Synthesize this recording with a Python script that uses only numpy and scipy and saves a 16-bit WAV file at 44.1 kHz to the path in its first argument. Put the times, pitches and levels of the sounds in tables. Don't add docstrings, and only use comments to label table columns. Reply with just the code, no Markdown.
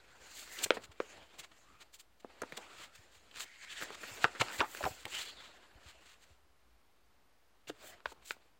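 import sys
import numpy as np
from scipy import signal
from scipy.fft import rfft, irfft, next_fast_len
from scipy.io import wavfile
from scipy.ndimage import uniform_filter1d, map_coordinates

SR = 44100
rng = np.random.default_rng(int(sys.argv[2]) if len(sys.argv) > 2 else 0)


def wav_out(sig):
    wavfile.write(sys.argv[1], SR, np.round(np.clip(np.atleast_2d(sig).T, -1, 1) * 32767).astype(np.int16))


def magnitude_from_level(level_db):
    exponent = np.asarray(level_db, float) / 20
    return 10 ** exponent


N = 378819
TOP_HZ = 15900

# time_s, drag_db, lightness (light is bright, heavy is dull)
LIFT = [
    (0, -66, -1),
    (.16, -63.5, 1),
    (.3, -58.5, 5),
    (.45, -62, 4.5),
    (.54, -58, 9),
    (.62, -49.5, 4),
    (.69, -62.5, -1),
    (.78, -53.5, -7.5),
    (.85, -73, -12.5),
]
TURN = [
    (1.03, -67.5, 4),
    (1.15, -56.5, 0),
    (1.225, -58.5, -4),
    (1.255, -68, 0.5),
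    (1.42, -64, 0),
    (1.48, -74.5, -0.5),
    (1.59, -70, 3.5),
    (1.8, -64.5, -2.5),
    (1.93, -84.5, -4),
]
LAY = [
    (2.17, -88, 0),
    (2.3, -66, -3),
    (2.54, -63, 0.5),
    (2.73, -58, 0.5),
    (2.85, -64.5, -9),
    (2.96, -67, 4),
    (3.12, -71, 0),
    (3.3, -71, 1.5),
]
OPEN = [
    (3.46, -60, -1.8),
    (3.6, -58.5, 1),
    (3.635, -49.5, -1),
    (3.665, -58, -1.8),
    (3.715, -46.5, 0),
    (3.752, -50.5, -1),
    (3.78, -46.5, 1),
    (3.84, -48.5, 0),
    (3.94, -59.5, -1.5),
]
SPREAD = [
    (4.02, -56, 5),
    (4.16, -55.5, 5.5),
    (4.22, -52, 0.5),
    (4.3, -61.5, 1),
]
PRESS = [
    (4.43, -52, 3),
    (4.511, -44, 0.5),
    (4.651, -63, 1.3),
    (4.75, -54, 0.72),
    (4.87, -57.5, 9.5),
    (5.07, -67.5, 0.5),
]
SWEEP = [
    (5.11, -54, 0),
    (5.14, -42.5, -1),
    (5.21, -46.5, -1),
    (5.3, -52.5, -0.91),
    (5.35, -61, -0.91),
    (5.41, -56.5, 0),
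    (5.465, -63, 0),
    (5.5, -63, -2),
]
SMOOTH = [
    (5.6, -64, -2.5),
    (5.89, -69, -3),
    (6.01, -65.5, 0),
    (6.11, -77, 1.5),
    (6.33, -73, 1.5),
    (6.5, -100, -2.5),
]
FLIP = [
    (7.65, -101, 1),
    (7.68, -71, 3),
    (7.73, -76, -1),
    (7.85, -58, 1),
    (7.93, -57, 1.5),
    (8.03, -76, -10),
    (8.24, -71.5, -5),
    (8.46, -76, -0.5),
    (8.59, -98, -5),
]
# over_drag_db, per_lightness_db
ANSWER = [(-2, -0.34), (-0.5, 0.49), (-8.5, 1.39), (-25, 3)]
# start_s, length_s, loss_db
ALOFT = [
    (.24, 0.39, 0.5),
    (2.892, 0.11, 5.5),
    (3.464, 0.347, 14.5),
    (5.1, 0.25, 5),
]
# start_s, length_s, first_hz, last_hz, lift_db
CUPS = [(0, 0.31, 1500, 1470, 5.5), (0, .25, 479.4, 520, 7), (.23, .2, 6700, 7000, 4),
        (.25, 0.26, 4300, 4400, 6), (.49, .1, 1952, 1950, 6.5), (1.06, .09, 6600, 6700, 5),
        (1.064, 0.27, 2850, 3370, 5), (1.14, 0.068, 702, 800, 7), (1.58, .08, 6700, 6600, 6),
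        (1.65, 0.18, 1205, 1280, 15), (1.76, 0.065, 2395, 2590, 7), (2.66, 0.27, 1224, 1330, 8),
        (3.45, 0.23, 2050, 2000, 8.5), (3.57, .07, 6900, 7100, 6), (3.61, .045, 2300, 2299, 6),
        (3.68, .07, 3200, 3000, 7), (3.67, 0.24, 1800, 1844, 5), (3.76, 0.043, 3294, 3000, 4.5),
        (3.937, 0.39, 2506, 2630, 3.5), (4.46, 0.089, 900, 1000, 6.5), (4.47, 0.11, 1300, 2100, 10.5),
        (5.111, .08, 2820, 3000, 17.5), (5.12, 0.064, 2150, 2250, 7.5), (5.183, 0.043, 3000, 4300, 12),
        (5.217, 0.1, 3250, 3206, 14), (5.215, 0.14, 4350, 4400, 9), (5.225, 0.037, 2300, 2300, 7),
        (5.362, 0.12, 3500, 3600, 13), (5.362, 0.13, 4400, 4400, 6.5), (5.544, 0.26, 1590, 1730, 6),
        (5.854, 0.31, 2850, 2765, 7), (7.85, 0.12, 640, 650, 11), (7.87, 0.1, 1840, 1895, 6.5),
        (7.865, 0.033, 3400, 3300, 6.5), (8.08, .03, 3290, 3200, 7.5)]

# freq_hz, level_db
BODY_COLOUR = [(130, -25.5), (280, -1.5), (480, -3.5), (650, -2), (950, -5), (1400, -7), (2500, -41)]
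# freq_hz, level_db
SHEET_COLOUR = [(600, -25.5), (1050, -11), (1500, 0.5), (2800, -1), (3700, -4.5), (4500, -4), (5300, -13.5),
                (7000, -39)]
# freq_hz, level_db
FIZZ_COLOUR = [(3500, -28), (5000, -6.5), (5900, -5.5), (7400, 0), (8600, -8.5), (10500, -17),
               (12500, -30.5)]
# freq_hz, level_db
AIR_COLOUR = [(8500, -38), (10500, -8), (12000, -7.5), (13500, -2), (15800, -2.5), (17000, -9)]
# freq_hz, level_db
EDGE_COLOUR = [(400, -23), (1200, -5.5), (2800, -1), (4300, -1), (5500, -9), (7500, -1), (9000, -11),
               (11000, -17), (14000, -15), (17000, -12)]

# peak_s, rms_db, rise_s, tilt_db_per_octave
STOPS = [(1.824, -53.5, 0.015, -3), (2.835, -53, 0.061, -3), (3.165, -64, 0.036, -1),
         (3.415, -45.5, 0.018, 0.5), (3.945, -49.5, 0.027, -4), (4.236, -45.5, 0.019, -2.5),
         (4.414, -27, 0.0069, -5), (5.455, -56.5, 0.06, -5), (5.897, -58, 0.048, -3),
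         (6.112, -61.5, 0.072, -3), (6.241, -65.5, .024, -1.5), (7.891, -52.5, 0.046, 8)]
# peak_s, rms_db, rise_s, tilt_db_per_octave
BRUSHES = [(.4, -50, 0.035, 2.5), (.751, -51, 0.0086, -1), (.922, -58.5, 0.0049, -4.5),
           (1.397, -46.5, 0.0076, 0), (1.442, -55, 0.0077, -4), (1.52, -58, 0.0052, -7),
           (1.947, -54.5, 0.0097, 2), (2.001, -52, 0.0074, 2.5), (2.205, -63.5, .005, -1.5),
           (2.575, -47.5, 0.0054, -1), (2.955, -56.5, .006, 0.5), (3.374, -51.5, 0.018, -3),
           (3.725, -55, 0.019, -2.5), (3.825, -44.5, 0.0095, 6), (4.56, -49, 0.032, 4.5),
           (4.74, -52.5, 0.066, 8), (5.01, -57.5, 0.019, 0), (5.18, -44.5, 0.056, -0.5),
           (7.69, -49, 0.0075, -1), (8.225, -62, .006, -6.5), (8.287, -51, 0.024, 3)]
# peak_s, rms_db, rise_s, tilt_db_per_octave
CUTS = [
    (.648, -28.5, 0.012, 3),
    (.854, -51.5, 0.023, -2.5),
    (3.438, -45, .03, .5),
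    (3.648, -53.5, .015, -4),
    (4.6, -40.5, .013, -1.5),
    (8.123, -58, .034, -0.5),
]

# (start_s, peak_db), then modes of freq_hz, width_hz, level_db
KNOCKS = [
    ((.7057, -8), [(486, 260, 0.5), (1000, 600, -8.5), (1380, 560, -5.5), (2200, 1100, -8), (3000, 800, -13.5), (4835, 1100, -25), (7050, 1500, -35)]),
    ((1.0019, -20.5), [(447, 260, 7.5), (1100, 800, -2), (2000, 850, -13.5), (3200, 1400, -27), (5150, 1500, -36), (7520, 2000, -44)]),
    ((4.2428, -9.5), [(400, 300, -11.5), (850, 500, -3), (1450, 700, 0.5), (2490, 600, -7), (3530, 600, -12.5), (4300, 700, -21), (7050, 1400, -25.5)]),
    ((8.0568, -23), [(600, 300, -2), (1000, 300, 2.5), (1530, 340, 4), (2430, 550, -9.5), (3370, 600, -13), (4400, 700, -16), (6800, 1500, -31)]),
    ((8.3075, -21.5), [(522, 530, -10), (900, 420, -9), (1470, 470, 0), (2340, 530, -2.5), (3900, 800, -8), (4600, 630, -11.5)]),
]
# start_s, peak_db, tilt_db_per_octave
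PRICKS = [(.476, -43, -2), (.49, -47.5, 1), (3.342, -46, 2), (3.36, -35.5, 5.5), (3.369, -37, 2),
          (3.385, -37, 4), (3.4, -36, 6), (3.405, -30, 3.5), (3.4069, -31, 12), (3.806, -36, 0),
          (3.814, -34, -1), (3.823, -30.5, -4), (3.833, -31.5, -2), (4.282, -37.5, -1), (4.484, -32, 2),
          (4.501, -35, -2), (4.523, -34, -0.5), (4.605, -15, -2.5), (4.6115, -17, -5.5), (4.749, -30.5, -3),
          (4.772, -34.5, -1), (4.829, -28, -2.5), (4.8413, -26, -3), (4.8535, -27.5, 1),
          (7.7015, -31.5, -8.5), (7.872, -44, -3), (7.982, -55, -5), (8.004, -48.5, -2)]
# freq_hz, width_hz, level_db
SHEET_MODES = [(498, 500, -7), (1450, 890, 0), (2450, 900, -2), (3500, 1000, -8), (4500, 1000, -11.5),
               (7100, 2000, -16.5)]

# start_s, peak_db, ring_hz, body_db
POPS = [
    (2.246, -54.5, 895, 16),
    (2.301, -50, 1210, -9),
    (4.411, -15, 1160, -21),
    (4.416, -15, 2483, -15),
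    (8.366, -59, 738, 1),
]
# start_s, peak_db, ring_hz, body_db
SNAPS = [
    (2.418, -25.5, 1370, -14.5),
    (2.522, -29.5, 2100, -16.5),
    (3.312, -42.5, 2910, -25),
    (3.904, -36, 830, -6),
]
# start_s, peak_db, ring_hz, body_db
FLICKS = [
    (0.588, -30, 3820, -29.5),
    (5.053, -27, 2534, -18),
]
# start_s, peak_db, ring_hz, t60_s
CRUMPLES = [(0.66, -33, 1680, 0.021), (.708, -27, 2290, .035), (.716, -32, 1900, 0.044),
            (0.769, -30, 1786, 0.026), (1.004, -34, 1300, 0.048), (2.421, -31.5, 1374, 0.03),
            (2.433, -31, 830, 0.018), (2.573, -41.5, 700, 0.13), (4.866, -30, 600, 0.04),
            (5.061, -40, 756.4, 0.075), (7.695, -33.5, 3184, 0.027), (8.118, -44.5, 750, 0.046)]
# start_s, peak_db, ring_hz, t60_s
CRINKLES = [(2.952, -48.5, 1470, 0.059), (3.818, -33, 1820, 0.07), (4.031, -31.5, 1600, 0.064),
            (4.247, -15, 1200, 0.031), (4.35, -35.5, 1440, 0.1), (4.417, -23, 763, 0.046),
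            (4.594, -23, 2080, 0.07), (4.603, -14.5, 1100, 0.055), (4.611, -16.5, 1240, 0.027),
            (4.623, -24, 770, 0.076), (4.638, -30, 950, 0.08), (4.807, -30.5, 650, 0.043),
            (4.836, -21, 1170, 0.076), (4.852, -24.5, 800, 0.06), (4.86, -23, 640, 0.06),
            (7.671, -43, 2700, 0.05), (7.836, -45, 620, 0.037), (8.058, -33.5, 2700, 0.035),
            (8.31, -38.5, 1990, .04)]
# start_s, peak_db, ring_hz
TICKS = [
    (4.2484, -16.5, 2440),
    (4.853, -32, 4400),
]
# freq_hz, width_hz, level_db
BOOKLET_MODES = [(273, 110, 0), (461.5, 260, 2)]

# time_s, pitch_hz, level_db
SQUEAKS = [
    [(5.45, 10900, -87), (5.49, 11800, -89), (5.58, 11950, -87), (5.645, 11050, -89), (5.71, 10950, -89),
     (5.75, 10300, -90)],
    [(5.69, 13600, -88), (5.74, 12900, -85.5), (5.79, 11500, -88), (5.85, 10300, -91)],
]
# start_s, peak_db, pitch_hz, t60_s
BUMPS = [(0.641, -51, 94.2, 0.11), (0.889, -51, 86.1, 0.1), (1.388, -59.5, 149, 0.089),
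         (1.811, -64, 56.5, 0.096), (2.24, -72, 148, 0.11), (2.416, -54.5, 86.1, 0.13),
         (2.525, -51.5, 150, 0.069), (2.989, -50, 88.8, 0.061), (3.161, -59, 80.7, 0.098),
         (4.112, -52, 107, 0.12), (3.822, -49, 150, 0.05), (4.242, -32, 128, 0.044),
         (4.402, -35.5, 116, 0.1), (4.591, -37.5, 80, 0.084), (4.832, -40.5, 68.5, 0.18),
         (4.85, -39, 141, 0.073), (4.906, -40, 99, 0.043), (5.05, -44, 98, 0.05), (5.753, -44, 54, 0.055),
         (5.859, -47, 72.7, 0.1), (6.304, -54.5, 73.5, 0.13), (7.683, -58.5, 127, 0.18),
         (7.699, -39, 300, 0.06), (8.061, -50, 53.8, 0.18)]
# freq_hz, level_db
DESK_COLOUR = [(25, -22), (60, 6), (120, -6.5), (220, -12), (350, -44.5)]
# freq_hz, t60_s
WALLS = [(200, 0.26), (2000, 0.16), (10000, 0.17)]
# freq_hz, level_db
ROOM_COLOUR = [(25, -18), (55, 5.5), (85, -10.5), (125, -17.5), (300, -17), (1000, -18), (3600, -26.5),
               (4700, -28), (5600, -31), (12000, -36.5), (13000, -33), (15800, -34)]


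def unit(x):
    return x / np.sqrt(np.mean(np.abs(x) ** 2) + 1e-20)


def peaked(x):
    return x / abs(x).max()


def along(points, hz):
    f, v = np.transpose(points)
    return np.interp(np.log(hz + 1), np.log(f + 1), v)


def wobble(rate):
    knots = rng.standard_normal(int(N * rate / SR) + 4)
    return map_coordinates(knots, [np.arange(N) * rate / SR])


def filtered(x, response):
    m = next_fast_len(len(x) + 4096)
    return irfft(rfft(x, m) * response(np.fft.rfftfreq(m, 1 / SR)), m)[:len(x)]


def mode(f, hz, width_hz):
    return 1j * f * width_hz / (hz * hz - f * f + 1j * f * width_hz)


def grit(n, spiky_db):
    size_db = spiky_db * np.minimum(rng.exponential(size=n), 4)
    return unit(rng.standard_normal(n) * magnitude_from_level(size_db))


def held(t, s, length):
    return np.clip(np.minimum(t - s, s + length - t) / 0.02 + 0.5, 0, 1)


def hand():
    gestures = LIFT + TURN + LAY + OPEN + SPREAD + PRESS + SWEEP + SMOOTH + FLIP
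    s, drag_db, light = np.transpose(gestures)
    light = np.clip(light, -12, 10)
    t = np.arange(N) / SR
    body_db, *rest = [np.interp(t, s, drag_db + over_db + lean_db * light) for over_db, lean_db in ANSWER]
    aloft_db = sum(db * held(t, start, length) for start, length, db in ALOFT)
    return [body_db - aloft_db, *rest]


def cupping(hz, t):
    gain_db = np.zeros((len(hz), len(t)))
    for s, length, first_hz, last_hz, lift_db in CUPS:
        centre_hz = np.interp(t, (s, s + length), (first_hz, last_hz))
        distance = np.log((hz[:, None] + 1) / centre_hz) / 0.12
        gain_db += lift_db * held(t, s, length) * (np.exp(-distance ** 2) - 0.3)
    return gain_db


def rubbing():
    jerk_db = 0.8 * wobble(25) + 1.1 * wobble(70)
    out = np.zeros(N)
    for colour, db in zip((BODY_COLOUR, SHEET_COLOUR, FIZZ_COLOUR, AIR_COLOUR), hand()):
        hz, frames, z = signal.stft(grit(N, spiky_db=1.0), SR, nperseg=512)
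        patches = uniform_filter1d(rng.standard_normal(z.shape), size=5, axis=0)
        patches_db = 2.1 * unit(uniform_filter1d(patches, size=5, axis=1))
        gain_db = along(colour, hz)[:, None] + patches_db + cupping(hz, frames)
        layer = unit(signal.istft(z * magnitude_from_level(gain_db), SR, nperseg=512)[1][:N])
        out += layer * magnitude_from_level(db + jerk_db + 1.0 * wobble(40))
    return out


def crackle():
    breaks_per_s = 400
    breaks = (rng.random(N) < breaks_per_s / SR) * rng.standard_normal(N) * magnitude_from_level(3 * wobble(30))
    clicks = unit(filtered(breaks, lambda f: mode(f, 2100, 1500) ** 2))
    return magnitude_from_level(hand()[1] - 13) * clicks


def slips():
    out, t = np.zeros(N + SR), np.arange(-8192, 8192) / SR
    for events, fall_over_rise in ((STOPS, 0.4), (BRUSHES, 1.15), (CUTS, 0.14)):
        for s, db, rise, tilt_db in events:
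            colour = lambda f: magnitude_from_level(along(EDGE_COLOUR, f) + tilt_db * np.log2((f + 50) / 4000))
            scrape = unit(filtered(grit(len(t), spiky_db=3.5), colour))
            swell = np.exp(-0.5 * (t / np.where(t < 0, rise, rise * fall_over_rise)) ** 2)
            out[round(s * SR):][:len(t)] += magnitude_from_level(db) * swell * scrape
    return out[8192:][:N] * magnitude_from_level(2.1 * wobble(120))


def prick_modes(tilt_db):
    return [(hz * rng.uniform(0.92, 1.08), width_hz, db + tilt_db * np.log2(hz / 1500) + rng.normal(0, 2))
            for hz, width_hz, db in SHEET_MODES]


def knocks():
    out, t = np.zeros(N + SR), np.arange(2048) / SR
    pull = -np.exp(-((t - 0.0002) / 0.00004) ** 2)
    pricks = [((s, db), prick_modes(tilt_db)) for s, db, tilt_db in PRICKS]
    for (s, db), modes in KNOCKS + pricks:
        ring = filtered(pull, lambda f: sum(magnitude_from_level(d) * mode(f, c, w) ** 2 for c, w, d in modes))
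        out[round(s * SR):][:len(ring)] += magnitude_from_level(db) * peaked(ring)
    return out[:N]


def buckles(events, pull_db, rise):
    out, t = np.zeros(N + SR), np.arange(4096) / SR
    pull = magnitude_from_level(pull_db) * np.exp(-((t - 0.0008) / 0.0001) ** 2)

    def patch_modes(f, hz):
        pair = mode(f, hz, 0.42 * hz) - 0.5 * mode(f, 4.8 * hz, 0.6 * hz)
        return pair * mode(f, 0.99 * hz, 1.5 * hz) ** 2

    def body_modes(f):
        return sum(magnitude_from_level(d) * mode(f, c, w) for c, w, d in BOOKLET_MODES) * mode(f, 510, 540)

    def crisp_modes(f):
        return mode(f, 3000, 1500) - mode(f, 4410, 1200) + mode(f, 5840, 2700) + 0.29 * mode(f, 19000, 6000)

    for s, db, hz, body_db, crisp_db, t60 in events:
        fade = magnitude_from_level(-60 * t / t60) * (1 - np.exp(-t / rise))
        kinks = fade * grit(len(t), spiky_db=5.0)
        push = kinks - pull
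        patch = 0.68 * peaked(filtered(push, lambda f: patch_modes(f, hz)))
        body = magnitude_from_level(body_db + 5) * peaked(filtered(push, body_modes))
        crack = magnitude_from_level(crisp_db + 4.0) * peaked(filtered(kinks * fade, crisp_modes))
        out[round(s * SR):][:len(t)] += magnitude_from_level(db) * (patch + body + crack)
    return out[:N]


def creases():
    sharp = []
    for events, crisp_db, t60 in ((POPS, -35.5, 0.029), (SNAPS, -13, 0.038), (FLICKS, -8.5, 0.029)):
        sharp += [(*e, crisp_db, t60) for e in events]
    clumps = []
    for events, body_db in ((CRUMPLES, -7), (CRINKLES, -18)):
        for s, db, hz, t60 in events:
            crisp_db = -26 - 0.6 * (db + 33)
            clumps.append((s, db, hz, body_db, crisp_db, t60))
    ticks = [(*e, -31.5, -24.5, 0.014) for e in TICKS]  # body_db, crisp_db, t60_s
    out = buckles(sharp, pull_db=4.5, rise=0.00027)
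    out += buckles(clumps, pull_db=-8.5, rise=0.0014)
    return out + buckles(ticks, pull_db=11.0, rise=0.00067)


def squeaks():
    t, out = np.arange(N) / SR, np.zeros(N)
    for line in SQUEAKS:
        s, hz, db = np.transpose(line)
        pitch_hz = np.interp(t, s, hz) + 40 * wobble(60)
        level_db = np.interp(t, s, db, left=-200, right=-200) + 2.5 * wobble(40)
        out += magnitude_from_level(level_db) * np.sin(2 * np.pi * np.cumsum(pitch_hz) / SR)
    return out


def bumps():
    out, t = np.zeros(N + SR), np.arange(SR // 4) / SR
    for s, db, hz, t60 in BUMPS:
        fade = magnitude_from_level(db + 3.0 - 60 * t / t60) * (1 - np.exp(-t / 0.002))
        out[round(s * SR):][:len(t)] += fade * np.sin(2 * np.pi * hz * t)
    return out[:N]


def rumble():
    push_db = 0.71 * (hand()[0] + 61.4)
    noise = filtered(rng.standard_normal(N), lambda f: magnitude_from_level(along(DESK_COLOUR, f)))
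    return magnitude_from_level(-74.0 + push_db + 4.5 * wobble(8)) * unit(noise)


def room(x):
    hz, t, z = signal.stft(rng.standard_normal(SR // 3), SR, nperseg=256)
    decay = magnitude_from_level(-60 * t / along(WALLS, hz)[:, None])
    tail = signal.istft(z * decay, SR, nperseg=256)[1]
    late = np.pad(x, (200, 0))
    return signal.fftconvolve(late, tail / np.linalg.norm(tail))[:N]


def background():
    noise = filtered(rng.standard_normal(N), lambda f: magnitude_from_level(along(ROOM_COLOUR, f)))
    return magnitude_from_level(-69.5 + 0.21 * wobble(0.95)) * unit(noise)


def scene():
    paper = knocks() + creases() + slips() + crackle()
    mono = paper + magnitude_from_level(-17) * room(paper) + rubbing()
    mono += rumble() + bumps() + squeaks() + background()
    return np.array([mono, mono])


def thin_top(x, above_hz, share):
    hz, t, z = signal.stft(x, SR, window="cosine", nperseg=2048)
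    width = 8
    bands = np.add.reduceat(abs(z) ** 2, np.arange(0, len(hz), width))
    power = bands.repeat(width, axis=0)[:len(hz)]
    top = (hz > above_hz) & (hz < TOP_HZ)
    faint = top[:, None] & (power < np.quantile(power[top], share))
    return signal.istft(z * ~faint, SR, window="cosine", nperseg=2048)[1][:N]


def low_pass(x):
    return signal.sosfilt(signal.butter(12, 15970, fs=SR, output="sos"), x)


def record(dry):
    mic = lambda f: (1j * f / (40 + 1j * f)) ** 3 * (f < TOP_HZ)
    heard = thin_top(filtered(dry[0], mic), above_hz=12750, share=0.22)
    heard = heard - 0.0004
    return low_pass(np.array([heard, heard]))


dry = scene()
out = record(dry)
wav_out(out)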